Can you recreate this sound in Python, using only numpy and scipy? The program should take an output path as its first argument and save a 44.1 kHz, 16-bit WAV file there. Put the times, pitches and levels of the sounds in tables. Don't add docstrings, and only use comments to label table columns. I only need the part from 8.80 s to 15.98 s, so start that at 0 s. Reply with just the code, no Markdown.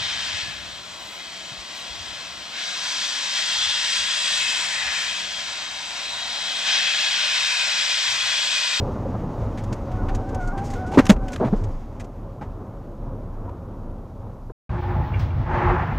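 import sys
import numpy as np
from scipy import signal
from scipy.fft import rfft, irfft, next_fast_len
from scipy.io import wavfile
from scipy.ndimage import uniform_filter1d

SR = 44100
rng = np.random.default_rng(int(sys.argv[2]) if len(sys.argv) > 2 else 0)


def pcm_store(signal):
    levels = np.round(np.clip(np.atleast_2d(signal), -1, 1) * 32767)
    wavfile.write(sys.argv[1], SR, levels.astype(np.int16).T)


N = 316638
T = np.arange(N) / SR


# time_s, level_db
ROAR_LEVEL = [(0.0, -27), (1.33, -28.5), (2.7, -30.5), (2.95, -35), (4.95, -35), (5.68, -38.5)]
# frequency_hz, relative_density_db
ROAR_COLOUR = [(30, 7), (55, 3), (80, 6), (120, 2.5), (160, -2), (240, -0.5), (330, -6), (520, -9.5),
               (800, -13), (1050, -15.5), (1350, -22.5), (1700, -33.5), (2300, -45), (4000, -50.5)]
# pitch_hz, width_hz (of each of two passes), level_db (against the roar)
AIR_RINGS = [(104.3, 19.3, -6.5), (548.2, 56, -16.5)]
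# time_s, level_db
BOOM_LEVEL = [(0, -39), (.8, -37), (1.25, -30), (2.35, -28.5), (2.5, -35), (2.9, -28.5), (3.1, -40.5),
              (5.7, -37.5)]
BOOM_HZ = 29.3
# time_s, level_db
DUST_LEVEL = [(0, -56), (1.78, -58), (1.85, -50.5), (1.98, -50.5), (2.03, -57.5), (2.3, -48), (2.36, -69),
              (2.5, -52.5), (2.95, -59), (3.3, -68), (5.7, -71.5)]
# frequency_hz, relative_density_db
DUST_COLOUR = [(1200, 3.5), (1900, 5.5), (2800, -1.5), (4200, -6), (6500, -6), (7600, -12.5), (8500, -17.5),
               (13000, -22), (15800, -24.5)]
# frequency_hz, relative_density_db
WIND_COLOUR = [(1500, -8.5), (2500, -5.5), (6500, -9), (8300, -13.5), (13500, -10), (15800, -28.5)]
WIND_DB = -72

# frequency_hz, relative_density_db
RAIN_COLOUR = [(1200, -10), (2000, -1.5), (3500, -4.5), (6200, -19), (7000, -24.5), (10000, -34),
               (13500, -34), (14500, -22), (15800, -21)]
RAIN_DB = -55
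# frequency_hz, relative_density_db
SPIT_COLOUR = [(3200, -15), (4400, 4), (5900, 0), (6600, -12), (10000, -19), (12000, -30)]
SPLASH_S, SPLASH_DB, SPLASH_T60_S = 6.392, 4.5, 0.33
SPIT_DB, SPIT_T60_S = -51, 0.18

# frequency_hz, relative_density_db
IDLE_COLOUR = [(12, -63.5), (20, -25), (37, -6), (85, 1.5), (157, -7.5), (203, -16), (354, -22.5),
               (414, -30), (600, -25.5), (780, -30.5), (1320, -120)]
IDLE_DB, IDLE_LIFT_DB = -23.5, 3.5

# start_s, end_s
WHINE_SPANS = [(6.01, 6.35), (6.81, 7.2)]
WHINE_HZ, WHINE_PEAK_DB = 15332, -66

# start_s, rise_s, hold_s (of the blade), rub_db, motor_hum_peak_db, glass_ring_db
WIPER_STROKES = [(5.877, 0.17, 0.12, -42.5, -30.5, -37.5), (6.66, 0.15, 0.088, -24, -26.5, -33)]
RISE_POWER = 0.55
# frequency_hz, relative_density_db
RUB_COLOUR = [(150, -42), (250, -6), (296, -27.5), (349, -8), (402, -14), (742, -8), (841, -3),
              (1310, -11.5), (1850, -15.5), (2600, -26), (3900, -42.5), (7000, -56.5), (9100, -79.5),
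              (15400, -120)]
RUB_FLOOR_DB, RUB_FALL_DB_PER_S = -41.5, 45
GLASS_RING_HZ, GLASS_PASS_WIDTH_HZ = 850, 80
MOTOR_HZ, HUM_FALL_DB_PER_S = 356.7, 300
HUM_LATE_S, HUM_LENGTH_S = 0.022, 0.264
# time_s, level_db
BLADE_CLICKS = [(6.335, -38.5), (6.341, -34), (6.356, -42), (6.368, -52), (6.503, -45)]
# pitch_hz, level_db (against the click), t60_s
CLICK_TONES = [(1150, -4, .04), (1540, -3, 0.055), (1740, -3, .04), (2200, 4.5, 0.037), (2357, 6, 0.043),
               (2775, 4.5, 0.034), (3300, -8, 0.04)]
DIP_S, DIP_WIDTH_S = 6.015, 0.008

# time_s, bright_level_db (at the top of the swell),
# low_share_db (against the bright part), swell_s
TICK_EVENTS = [(0.772, -54.5, 11, 0.01), (0.837, -49, 2, .004), (0.925, -43.5, 3.5, 0.005),
               (1.114, -58, 8.5, 0.0051), (1.283, -58, 21, 0.0066), (1.347, -42.5, 0, 0.0047),
               (1.49, -55.5, 4.5, 0.0045), (1.545, -45, 1, 0.0035), (1.595, -59, 3, 0.029),
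               (1.673, -49, -5, 0.0043), (1.774, -52.5, 9, 0.0078), (1.838, -49.5, -18, 0.018),
               (1.901, -49.5, 2, 0.0069), (1.935, -47.5, 5.5, 0.0038), (2.062, -54.5, 1, 0.011),
               (2.115, -53, 8.5, 0.0087), (2.135, -53.5, 13.5, 0.014), (2.174, -45.5, 20.5, 0.0089),
               (2.186, -42.5, 24.5, 0.0056), (2.254, -35.5, 1.5, 0.0021), (2.266, -33, 7, 0.002),
               (2.289, -36, -6, .003), (2.294, -30, 12.5, 0.0013), (2.2988, -22, 14, 0.0014),
               (2.305, -24.5, 21, 0.00099), (2.307, -37, 6, 0.0067), (2.362, -65.5, 21.5, 0.0037),
               (2.482, -46.5, 8, 0.003), (2.519, -46, -7, 0.0029), (2.529, -42.5, 5, 0.0059),
               (2.56, -47, 16.5, 0.002), (2.6, -74, 14, 0.0072), (2.646, -66, 29, 0.004),
               (2.654, -62, 17, .008), (2.668, -70, 27, .007), (2.759, -58.5, -1, 0.0084),
               (2.837, -51, 2.5, 0.0044), (3.196, -50.5, 7, 0.0071), (3.242, -56.5, 2, 0.0041),
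               (3.609, -67, 22, 0.013), (4.692, -69, 12, .003)]
# frequency_hz, relative_density_db
CRACK_COLOUR = [(2600, -10.0), (4000, -1.5), (6500, 7.0), (7800, 1.5), (8800, -4.0), (12500, -13.0), (15800, -29.0)]
SOFT_FROM_DB, SOFT_SPAN_DB = 15, 7

# time_s, tone_peak_db, contact_s, panel_pitch_hz, rattle_db (against the tone)
BLOWS = [(.069, -30, 0.029, 522, -8.5), (.158, -37.5, 0.018, 570, 4), (0.255, -24.5, 0.015, 538, -17),
         (.339, -24.5, 0.023, 205, -1.5), (.43, -31, 0.019, 472, -6.5), (.622, -26.5, 0.0094, 550, -17),
         (0.915, -17.5, 0.023, 109.4, -13), (2.122, -27, 0.01, 700, -9), (2.135, -25, 0.006, 880, -7),
         (2.143, -22, .003, 400, -15), (2.149, -25, .006, 950, -6), (2.159, -26, .006, 780, -6),
         (2.173, -4, 0.027, 280, -9), (2.2946, 3, .0155, 212, -13), (2.363, -13.5, 0.011, 44.3, -55),
         (2.6, -24.5, 0.0456, 572, 0), (2.604, -21.5, 0.056, 239, -12), (2.648, -20.5, 0.038, 127, -10),
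         (2.726, -11, .012, 200, -22), (2.73, -21, .017, 430, -6), (2.812, -20.5, 0.035, 95.7, -23),
         (2.851, -22, 0.032, 97.4, -18), (3.61, -31, .011, 390, -7), (3.612, -36, .02, 950, -3),
         (4.68, -36, .016, 940, -16), (5.697, -40, 0.0081, 607, 3.5)]
# frequency_hz, relative_density_db
RATTLE_COLOUR = [(90, 1), (200, 8), (600, 1.5), (900, -1.5), (1400, -13.5), (2600, -40), (3600, -38.5),
                 (7000, -62.5)]
RISE_CYCLES, FALL_CYCLES = 0.41, 0.77
UNEVEN = 0.18

# time_s, stick_slip_hz, first_partial_db, second_partial_db
SKID = [(1.0, 742, -56, -68), (1.1, 740, -47, -62), (1.125, 738, -39, -60), (1.17, 742, -40, -58),
        (1.2, 722, -47, -47), (1.23, 740, -42, -53), (1.27, 750, -42, -53), (1.32, 775, -38, -58),
        (1.36, 735, -41, -60), (1.4, 770, -38, -58), (1.44, 745, -41, -51), (1.48, 780, -38, -60),
        (1.52, 785, -40, -56), (1.54, 750, -38, -48), (1.59, 760, -37, -49), (1.605, 722, -39, -40),
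        (1.635, 722, -40, -40), (1.665, 728, -41, -48), (1.685, 714, -41, -39), (1.72, 714, -41, -40),
        (1.73, 800, -33, -58), (1.765, 778, -33, -50), (1.79, 778, -34, -44), (1.84, 815, -34, -60),
        (1.87, 815, -47, -66), (1.91, 790, -38, -62), (1.95, 785, -37, -58), (1.958, 724, -38, -44),
        (1.985, 724, -38, -41), (1.995, 748, -38, -42), (2.045, 748, -37, -45), (2.055, 724, -41, -41),
        (2.075, 726, -40, -42), (2.09, 748, -39, -41), (2.11, 750, -38, -43), (2.14, 762, -35, -50),
        (2.17, 760, -60, -65), (2.25, 760, -37, -46), (2.29, 765, -38, -50), (2.33, 765, -65, -70),
        (2.4, 768, -52, -56), (2.435, 768, -37, -52), (2.53, 735, -44, -51), (2.57, 730, -65, -70)]

SILENCE_START_S, SILENCE_END_S = 5.721, 5.893
CEILING = 0.74
TOP_HZ = 15900


def undb(db):
    return 10 ** (np.asarray(db) / 20)


def unit(x):
    return x / np.sqrt(np.mean(x ** 2))


def curves(table):
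    times, *columns = np.transpose(table)
    return [np.interp(T, times, column) for column in columns]


def walk(rate):
    hold = int(SR / rate)
    steps = np.repeat(rng.standard_normal(N // hold + 1), hold)
    slewed = uniform_filter1d(uniform_filter1d(steps, hold), hold)
    return unit(slewed[:N])


def noise(colour, flicker_db=0., shared_db=0., rate=12.):
    size = next_fast_len(N)
    octave = np.log2(np.maximum(np.arange(size // 2 + 1) * SR / size, 1))
    hz, db = np.transpose(colour)
    density_db = np.interp(octave, np.log2(hz), db, left=-200, right=-200)
    spectrum = rfft(rng.standard_normal(size)) * undb(density_db)
    if not flicker_db:
        return unit(irfft(spectrum, size)[:N])
    out = 0
    shared = shared_db * walk(rate)
    for centre in range(4, 15):
        share = np.cos(np.pi / 2 * np.clip(octave - centre, -1, 1)) ** 2
        band = irfft(spectrum * share, size)[:N]
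        out = out + band * undb(shared + flicker_db * walk(rate))
    return unit(out)


def ring(hz, width_hz):
    b, a = signal.iirpeak(hz, hz / width_hz, fs=SR)
    once = signal.lfilter(b, a, rng.standard_normal(N))
    return unit(signal.lfilter(b, a, once))


def decay(t, t60, rise):
    return np.minimum(t / rise, 1) * np.exp(-np.log(1000) * t / t60)


def after(s):
    part = slice(int(s * SR), int(s * SR) + SR // 2)
    return part, np.maximum(T[part] - s, 0)


def stroke(s, rise, hold, fall_db_per_s):
    up = np.clip((T - s) / rise, 0, 1) ** RISE_POWER
    return up * undb(-fall_db_per_s * np.maximum(T - s - rise - hold, 0))


def wind_and_dust():
    dust = undb(curves(DUST_LEVEL)[0]) * noise(DUST_COLOUR, 1.2, 1.1, 32.97)
    return dust + undb(WIND_DB) * noise(WIND_COLOUR)


def body_boom():
    phase = 2 * np.pi * np.cumsum(BOOM_HZ * (1 + 0.082 * walk(12.0))) / SR
    level = undb(curves(BOOM_LEVEL)[0] + 4.5 * walk(11.0))
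    return level * np.sqrt(2) * np.sin(phase)


def tyre_roar():
    rings = sum(undb(db + 2.5 * walk(5.)) * ring(hz, width_hz) for hz, width_hz, db in AIR_RINGS)
    return undb(curves(ROAR_LEVEL)[0]) * (noise(ROAR_COLOUR, 1.3, 1.1, 14.) + rings)


def rain():
    t = np.maximum(T - SPLASH_S, 0)
    swell = 1 + undb(SPLASH_DB) * decay(t, SPLASH_T60_S, 0.0067)
    spit = undb(SPIT_DB) * decay(t, SPIT_T60_S, 0.0038) * noise(SPIT_COLOUR)
    return swell * undb(RAIN_DB) * noise(RAIN_COLOUR, 1.4, 1.2, 17.0) + spit


def whine():
    gate = sum((T > start) & (T < end) for start, end in WHINE_SPANS)
    return gate * undb(WHINE_PEAK_DB) * np.sin(2 * np.pi * WHINE_HZ * T)


def idle_rumble(sweep):
    return undb(IDLE_DB + IDLE_LIFT_DB * sweep / sweep.max()) * noise(IDLE_COLOUR, 0.68, 1.4, 25.0)


def wiper_motor():
    level = sum(undb(hum_db) * stroke(s + HUM_LATE_S, rise, HUM_LENGTH_S - rise, HUM_FALL_DB_PER_S)
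                for s, rise, _, _, hum_db, _ in WIPER_STROKES)
    phase = 2 * np.pi * np.cumsum(MOTOR_HZ * (1 + 0.00587 * walk(30.))) / SR
    return level * undb(2.5 * walk(35.0)) * np.sin(phase)


def blade_clicks():
    return sum(undb(db + tone_db) * decay(np.maximum(T - s, 0), t60, 0.004) * np.sin(2 * np.pi * hz * (T - s))
               for s, db in BLADE_CLICKS for hz, tone_db, t60 in CLICK_TONES)


def wiper_sweep():
    return sum(undb(rub_db) * stroke(s, rise, hold, RUB_FALL_DB_PER_S)
               for s, rise, hold, rub_db, _, _ in WIPER_STROKES)


def wiper_rub(sweep):
    ringing = sum(undb(ring_db) * stroke(s, rise, hold, RUB_FALL_DB_PER_S)
                  for s, rise, hold, _, _, ring_db in WIPER_STROKES)
    friction = (sweep + undb(RUB_FLOOR_DB)) * noise(RUB_COLOUR, 1.1, .9, 60.)
    return friction + ringing * ring(GLASS_RING_HZ, GLASS_PASS_WIDTH_HZ)


def parked():
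    sweep = wiper_sweep()
    dip = 1 - 0.95 * np.exp(-((T - DIP_S) / DIP_WIDTH_S) ** 2)
    dipped = dip * (idle_rumble(sweep) + wiper_rub(sweep) + wiper_motor())
    return dipped + whine() + blade_clicks() + rain()


def ticks_and_cracks():
    out = np.zeros(N)
    tap, knock = ring(1700, 2200), ring(1200, 1300)
    crack = noise(CRACK_COLOUR)
    for s, db, low_db, swell in TICK_EVENTS:
        part, t = after(s)
        soft = np.clip((low_db - SOFT_FROM_DB) / SOFT_SPAN_DB, 0, 1)
        low = np.sqrt(1 - soft) * tap[part] + np.sqrt(soft) * knock[part]
        envelope = t / swell * np.exp(1 - t / swell)
        out[part] += undb(db) * envelope * (crack[part] + undb(low_db) * low)
    return out


def body_thuds():
    out = np.zeros(N)
    rattle, shake = noise(RATTLE_COLOUR, 1.5, 1.5, 120.), walk(150.)
    for s, db, contact, hz, rattle_db in BLOWS:
        part, t = after(s)
        start = np.minimum(t * hz / RISE_CYCLES, 1)
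        push = start * np.exp(-np.maximum(t - contact, 0) / (0.00056 + FALL_CYCLES / hz))
        sag = 0.051 * min(undb(db), 1) * (1 - 2 * np.minimum(t / contact, 1))
        wobble = UNEVEN * undb(rattle_db) * shake[part]
        panel = push * np.sin(2 * np.pi * np.cumsum(hz * (1 + sag + wobble)) / SR)
        trim = (push + 0.4 * decay(t, 0.2, 0.0063)) * rattle[part]
        out[part] += undb(db) * (panel + undb(rattle_db) * trim)
    return out


def tyre_squeal():
    hz, first_db, second_db = curves(SKID)
    jitter = walk(250.)
    jitter = jitter - uniform_filter1d(jitter, SR // 20)
    phase = 2 * np.pi * np.cumsum(hz * (1 + .003 * walk(70.) + .013 * jitter)) / SR
    first = undb(first_db + 2.5 * walk(70.)) * np.sin(phase)
    upper = undb(second_db + 2.5 * walk(60.)) * (np.sin(2 * phase) + .09 * np.sin(3 * phase))
    skidding = (T > SKID[0][0]) & (T < SKID[-1][0])
    return skidding * np.sqrt(2) * (first + upper)


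def scene():
    fade = 0.002
    moving = wind_and_dust() + body_boom() + tyre_roar() + ticks_and_cracks() + body_thuds() + tyre_squeal()
    moving = moving * np.clip((SILENCE_START_S - T) / fade, 0, 1)
    mono = moving + parked() * np.clip(2 * (T - SILENCE_END_S) / fade, 0, 1)
    return np.array([mono, mono])


def record(dry):
    clipped = np.clip(dry, -CEILING, CEILING)
    return signal.sosfilt(signal.ellip(10, .2, 80, TOP_HZ, fs=SR, output="sos"), clipped)


dry = scene()
out = record(dry)
pcm_store(out)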